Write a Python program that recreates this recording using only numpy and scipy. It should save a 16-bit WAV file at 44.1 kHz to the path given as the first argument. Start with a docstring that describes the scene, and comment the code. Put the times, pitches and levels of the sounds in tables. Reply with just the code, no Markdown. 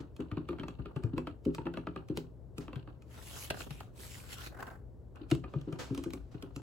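"""Small bedroom: fast typing on a damped mechanical keyboard on a desk, heard close up.
Decaying modes and shaped noise make keycaps clack and bottoming keys ring the case and thump the desk.
In the pause one hand slides and turns a magazine page: speed-driven noise, creases and cracks.
Typing then resumes. A low rumble, faint hiss and mains hum run throughout; a short room tail follows."""
import sys
import numpy as np
from scipy import signal
from scipy.fft import rfft, irfft, next_fast_len
from scipy.io import wavfile
from scipy.ndimage import uniform_filter1d, map_coordinates

SR = 44100
rng = np.random.default_rng(int(sys.argv[2]) if len(sys.argv) > 2 else 0)


def to_wav(sig):
    """Store sig (one row per channel, or 1-D mono) as 16-bit WAV at the path in sys.argv[1].

    Samples outside -1..1 are clipped; the rate is SR.
    """
    pcm = np.clip(np.atleast_2d(sig), -1, 1) * 32767
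    pcm = np.round(pcm).astype(np.int16)
    wavfile.write(sys.argv[1], SR, pcm.T)  # frames by channels


N = 291921

# background spectrum: (frequency [Hz], relative density [dB])
FLOOR_SPECTRUM = [(52, 3), (90, -2.5), (200, -15.5), (450, -17.5), (1100, -38.5), (2500, -55.5),
                  (16000, -62.5)]
# brushes, and a faint steady rustle under the later typing: (time [s], level [dB], t60 [s])
BRUSHES = [(0, -38.5, 0.037), (2.599, -51.5, 0.23), (5.481, -71.5, 7.3), (5.784, -39, 0.32),
           (6.31, -59, 0.15)]
# brush and rustle spectrum: (frequency [Hz], relative density [dB])
BRUSH_SPECTRUM = [(500, 7.0), (2200, -3.5), (6000, -8.0), (16000, -26.5)]
# keys bottom out, hands bump the desk:
# (time [s], case level [dB], desk level [dB], strongest case response [Hz]); levels relative
THOCKS = [(0.002, -36, -47.5, 258), (0.193, -29, -45, 246), (0.32, -44, -34.5, 272),
          (0.372, -26, -43.5, 349), (0.491, -26.5, -44.5, 326), (0.595, -30.5, -41.5, 384),
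          (0.791, -39, -35.5, 240), (0.961, -35, -34, 362), (1.04, -32.5, -27.5, 274),
          (1.133, -27.5, -38, 318), (1.169, -28.5, -39, 260), (1.461, -20, -38, 273),
          (1.656, -27.5, -62, 348), (2.099, -25, -36.5, 280), (2.174, -32.5, -55, 406),
          (2.58, -34, -46, 238), (2.759, -41, -38, 365), (3.706, -48.5, -39.5, 270), (5.212, -36, -54, 306),
          (5.318, -17.5, -25.5, 315), (5.558, -33, -29.5, 213), (5.674, -29.5, -47, 358),
          (5.725, -37.5, -38, 372), (5.907, -27.5, -33.5, 265), (5.976, -29.5, -66, 315),
          (6.06, -27.5, -45, 289), (6.134, -33, -60, 280), (6.345, -36, -42.5, 285),
          (6.43, -35.5, -49, 410), (6.563, -35.5, -40.5, 282)]
# case modes: (frequency [Hz], relative level [dB], t60 [s])
CASE_MODES = [(165, -5.5, 0.3), (260.8, -3.5, 0.22), (299.6, 5, 0.12), (334.6, -3.5, 0.22),
              (398.6, -3, 0.2), (520, -10, 0.1)]
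# desk modes: (frequency [Hz], relative level [dB], t60 [s])
DESK_MODES = [(63.3, -2, 0.4), (132.7, 26, 0.077)]
# keycaps strike their stops:
# (time [s], reference level [dB], hardness [0 cushioned - 1 bare plastic], cap pitch [Hz])
CLACKS = [(0.204, -40.5, 0.72, 1280), (0.315, -34.5, 0.5, 1250), (.371, -32.5, 0.27, 1080),
          (.488, -29.5, 0.58, 1240), (.53, -36, 0, 1240), (.585, -39, 0.54, 1420), (0.597, -38, 0.65, 3080),
          (0.634, -32.5, 0.5, 1245), (.683, -34, 0.71, 1114), (0.683, -44, 0.18, 3310),
          (0.858, -35, 0.35, 1205), (0.962, -35.5, 0.65, 1140), (1.036, -41, 0.79, 1230),
          (1.18, -27, 0.68, 993), (1.271, -28.5, 0.54, 1190), (1.583, -29, 0.23, 914),
          (1.656, -37.5, 0.44, 900), (1.668, -28.5, 0.35, 1200), (1.739, -37, 0.67, 1420),
          (1.772, -28.5, 0.57, 1236), (1.87, -26, 0.3, 1260), (1.961, -30.5, 0.52, 1250),
          (2.173, -28.5, 0.87, 613), (2.681, -34.5, 0.41, 1204), (2.731, -36.5, 0.57, 1070),
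          (2.758, -42, 0.73, 3070), (2.875, -40, 0, 1130), (5.158, -52.5, 0.83, 2700),
          (5.313, -25.5, 0.85, 1290), (5.3136, -27, 0.33, 2930), (5.44, -34.5, 0.45, 1160),
          (5.538, -31, 0, 1210), (5.726, -36.5, 0.71, 1190), (5.977, -41.5, 0.97, 986)]
# a fingernail touches a cap: (time [s], reference level [dB])
TAPS = [(0.165, -52.5), (1.452, -48), (1.548, -37.5), (2.086, -51.5), (2.582, -39.5), (3.022, -58),
        (5.302, -46.5), (5.35, -42), (5.613, -53.5), (5.948, -41), (6.038, -40), (6.105, -46.5),
        (6.135, -38.5), (6.425, -43.5), (6.562, -41.5)]
# keycap modes at CAP_HZ: (frequency [Hz], relative level [dB], t60 [s])
KEYCAP_MODES = [(634, 4.5, 0.013), (891, -4.5, 0.03), (1237, 6.5, 0.016), (1623, -5, 0.014)]
# switch modes: (frequency [Hz], relative level [dB], t60 [s])
SWITCH_MODES = [(2562, 2.5, 0.019), (3096, -3.4, 0.0093)]
# snap of switch, also crease and thin scrape: (frequency [Hz], relative density [dB])
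SNAP_SPECTRUM = [(1700, -4.5), (2250, -1), (2800, 9), (3300, -1), (4400, -0.5), (5800, -32)]
# hard contact, also crisp top of a crease: (frequency [Hz], relative density [dB])
TICK_SPECTRUM = [(3500, 1), (7300, -4.5), (9500, -5.5), (16000, -14.5)]
# page slides over its neighbour:
# (peak-speed time [s], speeding up [s], slowing down [s], rub level [dB], hiss over rub [dB])
SLIDES = [(3.16, 0.063, 0.12, -62, -3), (3.428, 0.19, 0.053, -51, 2), (3.608, 0.05, 0.049, -49.5, -5),
          (3.729, 0.05, 0.12, -60.5, -5), (4.031, 0.06, 0.29, -56.5, 3), (4.34, 0.05, 0.016, -51.5, 1.5),
          (4.452, 0.086, 0.031, -48.5, -5)]
# span of the page creases: (start [s], end [s])
HANDLING = (3.07, 4.84)
# sheet flutter, also dull key rattle: (frequency [Hz], relative density [dB])
FLAP_SPECTRUM = [(400, 9.5), (1450, 5.5), (3000, -33)]
# paper rub: (frequency [Hz], relative density [dB])
RUB_SPECTRUM = [(2000, -7.5), (2900, -4.5), (4600, -9), (8000, -17)]
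# paper hiss: (frequency [Hz], relative density [dB])
HISS_SPECTRUM = [(4000, -9), (7000, -5), (12000, -6.5), (16000, -16.5)]
# page buckles and slaps: (time [s], body level [dB], crack level [dB], length [s])
FLICKS = [(3.172, -56, -76.5, 0.018), (3.5, -33, -37.5, 0.0076), (3.539, -41.5, -58, 0.0042),
          (3.568, -41.5, -55.5, 0.0025), (3.603, -37, -42, .002), (3.705, -41, -42.5, 0.0013),
          (3.803, -36.5, -45, 0.00095), (4.327, -59, -42.5, 0.00064), (4.601, -44.5, -59, 0.0057),
          (4.622, -38, -58, 0.0058), (4.666, -48, -58, 0.004), (4.7, -51, -62, 0.0017)]
# buckling sheet: (frequency [Hz], relative density [dB])
FOLD_SPECTRUM = [(300, 6), (780, 9), (1100, 3), (1550, 8.5), (2400, -11.5), (4300, -20)]
# room decay: (frequency [Hz], t60 [s])
ROOM_T60 = [(100, 0.38), (1200, 0.15), (16000, 0.24)]

HUM_HZ = 120
CASE_DB, DESK_DB = -5.5, 0.5  # overall level of case ring and desk thump
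SPOT_DB, SPOT_OCTAVES = 8.5, 0.11  # lift and reach of modes favoured by the struck spot
JOLT_CASE_DB, JOLT_DESK_DB, JOLT_DELAY_S = -9.5, -18, 0.0013  # cap contact shakes case and desk
CAP_HZ, NAIL_HARDNESS = 1220, 0.93
REFERENCE_DB = -35  # usual contact
# snap of a usual soft contact, growth in dB per dB of level, gain when hard
SNAP_DB, SNAP_DB_PER_DB, SNAP_HARD_DB = -61, 0.73, 10.5
SWITCH_DB = 2.5  # switch ring over snap noise
SWITCH_DETUNE_RATIO, SWITCH_SCATTER_DB = 0.041, 8.5  # spread of the switch ring between contacts
TICK_DB, CUSHION_DB = -0.5, 63  # hard tick over contact level; loss when fully cushioned
SEAT_S, SEAT_DB = 0.00303, -3.5  # tilted cap: mean delay and level of the second edge
SCRAPE_DB, APPROACH_S = -18, 0.057  # key travel: level under impact; time to grow 60 dB
FLAP_DB, FLAP_EXPONENT = -1, 0.44  # flutter over rub; depends less on speed
HISS_EXPONENT = 1.3  # hiss rises faster with speed than rub
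CRINKLE_DB = -12  # creases under rub
CRISP_DB, FOLD_DELAY_S, FLICK_T60_S = -9, 0.0026, 0.024  # top treble over crack; body lag; decay
LANDING_S, LANDING_DB, LANDING_WIDTH_S = 4.643, -49, 0.1
SHARED_ABOVE_HZ, SHARED_LEAD_S = 6800, 1 / 3750  # treble shared by both channels; left lead
LOW_CUT_HZ, TOP_HZ = 49.5, 16200


def amp(db):
    """Decibels to gain."""
    return 10 ** (np.asarray(db) / 20)


def unit(x):
    """x at rms 1."""
    return x / np.sqrt(np.mean(x ** 2) + 1e-20)


def crest(x, size):
    """x with its loudest stretch of size samples at rms 1."""
    power = uniform_filter1d(x ** 2, size, mode="constant")
    return x / np.sqrt(np.max(power) + 1e-20)


def along(points, hz):
    """Interpolate (frequency [Hz], value) points on a log axis."""
    f, v = np.transpose(points)
    return np.interp(np.log(hz + 1), np.log(f + 1), v)


def wobble(rate_hz):
    """Smooth random curve, rate_hz knots a second."""
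    knots = rng.standard_normal(int(N * rate_hz / SR) + 4)
    return map_coordinates(knots, [np.arange(N) * rate_hz / SR])


def filtered(x, response):
    """x times a response of frequency."""
    n = x.shape[-1]
    m = next_fast_len(n + 4096)
    return irfft(rfft(x, m) * response(np.fft.rfftfreq(m, 1 / SR)), m)[..., :n]


def noise(spectrum, side_db, size):
    """Coloured stereo noise with a middle of rms 1; side_db sets its width."""
    white = rng.standard_normal((2, size))
    mid, side = unit(filtered(white, lambda hz: amp(along(spectrum, hz))))
    return mid + amp(side_db) * np.array([side, -side])


def ring(modes, t, detune, scatter_db):
    """Damped sine modes; each call shifts their pitch and strength at random."""
    hz, db, t60 = np.transpose(modes)[:, :, None]
    shift, strength = rng.standard_normal((2, len(modes), 1))
    decay = amp(db + scatter_db * strength - 60 * t / t60)
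    return np.sum(decay * np.sin(2 * np.pi * hz * (1 + detune * shift) * t), axis=0)


def swell(t, rise_s):
    """A contact builds up over rise_s."""
    return 1 - np.exp(-(t / rise_s) ** 2)


def placed(x, left_db, lead_s):
    """Sound at two microphones: louder on the left by left_db, earlier there by lead_s."""
    sides = np.array([[.5], [-.5]])
    return filtered(x, lambda hz: amp(left_db * sides) * np.exp(2j * np.pi * hz * lead_s * sides))


def add(track, s, sound):
    """Mix a stereo sound into the track at s seconds."""
    part = track[:, max(round(s * SR), 0):][:, :sound.shape[1]]
    part += sound[:, :part.shape[1]]


def background():
    """Low building rumble and faint hiss as coloured noise; mains hum as a steady sine."""
    air = amp(-48.5) * noise(FLOOR_SPECTRUM, side_db=-6.5, size=N)
    hum = amp(-56.5) * np.sin(2 * np.pi * HUM_HZ * np.arange(N) / SR)
    return placed(air + hum, left_db=3.0, lead_s=0)


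def brushes(rise_s):
    """Brushes as fading noise strokes, and a faint steady rustle under the later typing."""
    gain = 0
    for s, db, t60 in BRUSHES:
        age = np.maximum(np.arange(N) / SR - s, 0)
        gain = gain + amp(db - 60 * age / t60) * swell(age, rise_s)
    return gain * noise(BRUSH_SPECTRUM, side_db=-3.0, size=N)


def thud(case_modes, case_db, desk_db):
    """One blow through the board: the case rings and the desk gives under it."""
    t = np.arange(SR // 3) / SR
    punch = 1 + amp(-60 * t / 0.025)  # first swings are widest, then the finger damps them
    case = ring(case_modes, t, detune=0.034, scatter_db=2.5) * swell(t, rise_s=0.0042) * punch
    desk = ring(DESK_MODES, t, detune=0.089, scatter_db=7.5) * swell(t, rise_s=0.008) * punch
    case = placed(amp(case_db) * crest(case, size=256), left_db=2.0, lead_s=.00006)
    desk = placed(amp(desk_db) * crest(desk, size=384), left_db=6.0, lead_s=0)
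    return case + desk


def bottoming():
    """Keys driven home thud, favouring case modes of their spot; cap contacts jolt the board lightly."""
    out = np.zeros((2, N))
    for s, case_db, desk_db, spot_hz in THOCKS:
        modes = []
        for hz, db, t60 in CASE_MODES:
            lift_db = SPOT_DB * np.exp(-(np.log2(hz / spot_hz) / SPOT_OCTAVES) ** 2)
            modes.append((hz, db + lift_db, t60))
        add(out, s, thud(modes, case_db + CASE_DB, desk_db + DESK_DB))
    for s, db, *_ in CLACKS:
        add(out, s + JOLT_DELAY_S, thud(CASE_MODES, db + JOLT_CASE_DB, db + JOLT_DESK_DB))
    return out


def rattle(db, scrape_db, linger_s):
    """Fingers shift on loose caps around each stroke, mostly after: uneven dull rattle and thin scrape."""
    strokes = np.zeros(N)
    for s, *_ in THOCKS + CLACKS:
        strokes[int(s * SR)] = 1
    age = np.arange(-SR // 10, SR // 5) / SR
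    shape = np.exp(-np.abs(age) / np.where(age < 0, linger_s / 10, linger_s))
    busy = np.sqrt(np.abs(signal.fftconvolve(strokes, shape ** 2)[SR // 10:][:N]))
    dull = amp(db) * unit(amp(5 * wobble(130))) * noise(FLAP_SPECTRUM, side_db=0, size=N)
    thin = amp(scrape_db) * unit(amp(6 * wobble(170))) * noise(SNAP_SPECTRUM, side_db=0, size=N)
    return busy * (dull + thin)


def contact(t, t60_s):
    """A faint scrape grows as the key travels; the impact at t = 0 then dies away."""
    return np.where(t < 0, amp(SCRAPE_DB + 60 * t / APPROACH_S), amp(-60 * np.abs(t) / t60_s))


def clack(t, hz):
    """One edge of a keycap strikes the switch and rings briefly around hz."""
    modes = [(mode_hz * hz / CAP_HZ, db, t60) for mode_hz, db, t60 in KEYCAP_MODES]
    return ring(modes, t, detune=0.036, scatter_db=3.0) * swell(t, rise_s=0.00048)


def keycaps():
    """Plastic on plastic: the cap clacks; harder contact adds switch snap, ring and surface tick."""
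    out = np.zeros((2, N))
    t = np.arange(-SR // 20, SR // 10) / SR
    after = np.maximum(t, 0)
    taps = [(s, db, NAIL_HARDNESS, CAP_HZ) for s, db in TAPS]
    for s, db, hardness, cap_hz in CLACKS + taps:
        snap_db = SNAP_DB + SNAP_DB_PER_DB * (db - REFERENCE_DB) + SNAP_HARD_DB * hardness
        tick_db = db + TICK_DB - CUSHION_DB * (1 - hardness)
        seated = np.maximum(t - SEAT_S * (.5 + rng.random()), 0)  # second edge lands
        cap = crest(clack(after, cap_hz) + amp(SEAT_DB) * clack(seated, cap_hz), size=128)
        snap = crest(noise(SNAP_SPECTRUM, side_db=-9, size=len(t)) * contact(t, t60_s=0.019), size=128)
        first = ring(SWITCH_MODES, after, SWITCH_DETUNE_RATIO, SWITCH_SCATTER_DB)
        second = ring(SWITCH_MODES, seated, SWITCH_DETUNE_RATIO, SWITCH_SCATTER_DB)
        switch = crest(first + amp(SEAT_DB) * second, size=128)
        tick = crest(noise(TICK_SPECTRUM, side_db=20.0, size=len(t)) * contact(t, t60_s=0.019), size=128)
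        key = amp(db - 9.5) * cap
        key = key + amp(snap_db) * (snap + amp(SWITCH_DB) * switch) + amp(tick_db) * tick
        lead_s = rng.normal(.000055, .00002)  # keys sit at different places on the board
        add(out, s + t[0], placed(key, left_db=0.0, lead_s=lead_s))
    return out


def sliding():
    """Gains of flutter, rub and hiss: each follows the speed of the slides."""
    t = np.arange(N) / SR
    flap = rub = hiss = 0
    for s, rise, fall, db, hiss_db in SLIDES:
        speed = np.exp(-((t - s) / np.where(t < s, rise, fall)) ** 2)
        flap = np.hypot(flap, amp(db + FLAP_DB) * speed ** FLAP_EXPONENT)
        rub = np.hypot(rub, amp(db) * speed)
        hiss = np.hypot(hiss, amp(db + hiss_db) * speed ** HISS_EXPONENT)
    return flap, rub, hiss


def patchy(x, depth_db):
    """Colour drifts in patches of time and frequency as the sheet changes its curve."""
    z = signal.stft(x, nperseg=512)[2]
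    field = uniform_filter1d(rng.standard_normal(z.shape[1:]), size=9, axis=0)
    field = uniform_filter1d(field, size=14, axis=1)
    return unit(signal.istft(z * amp(depth_db * unit(field)), nperseg=512)[1][:, :N])


def crinkles(rub, rate_hz, pitch_hz, spread_db):
    """Creases pop at random: a few cycles of their own pitch, scaled by how strongly the paper rubs."""
    out, t = np.zeros((2, N)), np.arange(SR // 50) / SR
    start, end = HANDLING
    for when, pitch, size, place in rng.random((round(rate_hz * (end - start)), 4)):
        s = start + when * (end - start)
        hz = pitch_hz * 2 ** (2 * pitch - 1)
        pop = np.sin(2 * np.pi * hz * t) * np.exp(-hz * t / 3)
        gain = rub[int(s * SR)] * amp(spread_db * size ** 2)
        add(out, s, placed(gain * pop, left_db=-8.0, lead_s=0.0017 * (place - .5)))
    return out


def page():
    """Paper slides on paper with a fine hiss; the bending sheet flutters and crinkles."""
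    flap_gain, rub_gain, hiss_gain = sliding()
    catch = wobble(70)  # fibres catch and let go
    grain = amp(2.0 * wobble(970))
    flap = patchy(noise(FLAP_SPECTRUM, side_db=-1.5, size=N), depth_db=6)
    rub = patchy(noise(RUB_SPECTRUM, side_db=-0.5, size=N), depth_db=3.5)
    hiss = patchy(noise(HISS_SPECTRUM, side_db=-3.0, size=N), depth_db=3)
    flap = flap_gain * unit(amp(6.1 * catch)) * flap
    rub = rub_gain * unit(grain * amp(2 * catch)) * rub
    hiss = hiss_gain * unit(grain) * hiss
    creases = crinkles(amp(CRINKLE_DB) * rub_gain, rate_hz=170, pitch_hz=3400, spread_db=27)
    return flap + rub + hiss + creases


def flicks():
    """A crease runs through the sheet with a bright crack; the body of the sheet answers just after."""
    out, t = np.zeros((2, N)), np.arange(SR // 10) / SR
    for s, body_db, crack_db, length_s in FLICKS:
        run = swell(t, rise_s=0.002) * amp(-60 * np.maximum(t - length_s, 0) / FLICK_T60_S)
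        crack = noise(SNAP_SPECTRUM, side_db=-3.0, size=len(t))
        crisp = amp(CRISP_DB) * noise(TICK_SPECTRUM, side_db=9, size=len(t))
        body = noise(FOLD_SPECTRUM, side_db=-5.0, size=len(t))
        add(out, s, amp(crack_db) * (crack + crisp) * run)
        add(out, s + FOLD_DELAY_S, amp(body_db) * body * run)
    return out


def landing():
    """The turned page scrapes down onto the pile in rough bursts."""
    speed = np.exp(-((np.arange(N) / SR - LANDING_S) / LANDING_WIDTH_S) ** 2)
    bursts = unit(amp(4.1 * wobble(120)))
    return amp(LANDING_DB) * speed * bursts * noise(FOLD_SPECTRUM, side_db=-3, size=N)


def room(x, side_db):
    """Short bedroom tail of decaying noise, crossfaded to a fresh one every quarter second."""
    wet, hop, t = np.zeros((2, N)), SR // 4, np.arange(SR // 3) / SR
    for start in range(0, N, hop):
        hz, age, z = signal.stft(rng.standard_normal((2, len(t))), SR)
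        decay = amp(-60 * age / along(ROOM_T60, hz)[:, None])
        mid, side = signal.istft(z * decay)[1][:, :len(t)] * swell(t, rise_s=0.0012)
        tail = (mid + amp(side_db) * np.array([side, -side])) / np.linalg.norm(mid)
        share = np.maximum(1 - np.abs(np.arange(N) - start) / hop, 0)
        first = max(start - hop, 0)
        source = (x.mean(axis=0) * share)[None, first:start + hop]
        add(wet, first / SR, signal.fftconvolve(source, tail))
    return wet


def scene():
    """Keyboard and paper with their room, over the background."""
    caps = keycaps() + rattle(db=-58, scrape_db=-70.5, linger_s=0.047)
    body = bottoming()
    paper = page() + landing() + flicks() + brushes(rise_s=0.0082)
    tails = room(amp(-4.5) * caps + amp(-11.5) * body + amp(-6.5) * paper, side_db=-2.0)
    return caps + body + paper + tails + background()


def record(dry):
    """Top treble is one signal, reaching the left first; deepest bass and all above TOP_HZ are cut."""
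    low = filtered(dry, lambda hz: 1 / (1 + (hz / SHARED_ABOVE_HZ) ** 20))
    treble = placed((dry - low)[0], left_db=0, lead_s=SHARED_LEAD_S)
    return filtered(low + treble,
                    lambda hz: (hz < TOP_HZ) / np.sqrt(1 + (LOW_CUT_HZ / (hz + 1)) ** 20))


dry = scene()
out = record(dry)
to_wav(out)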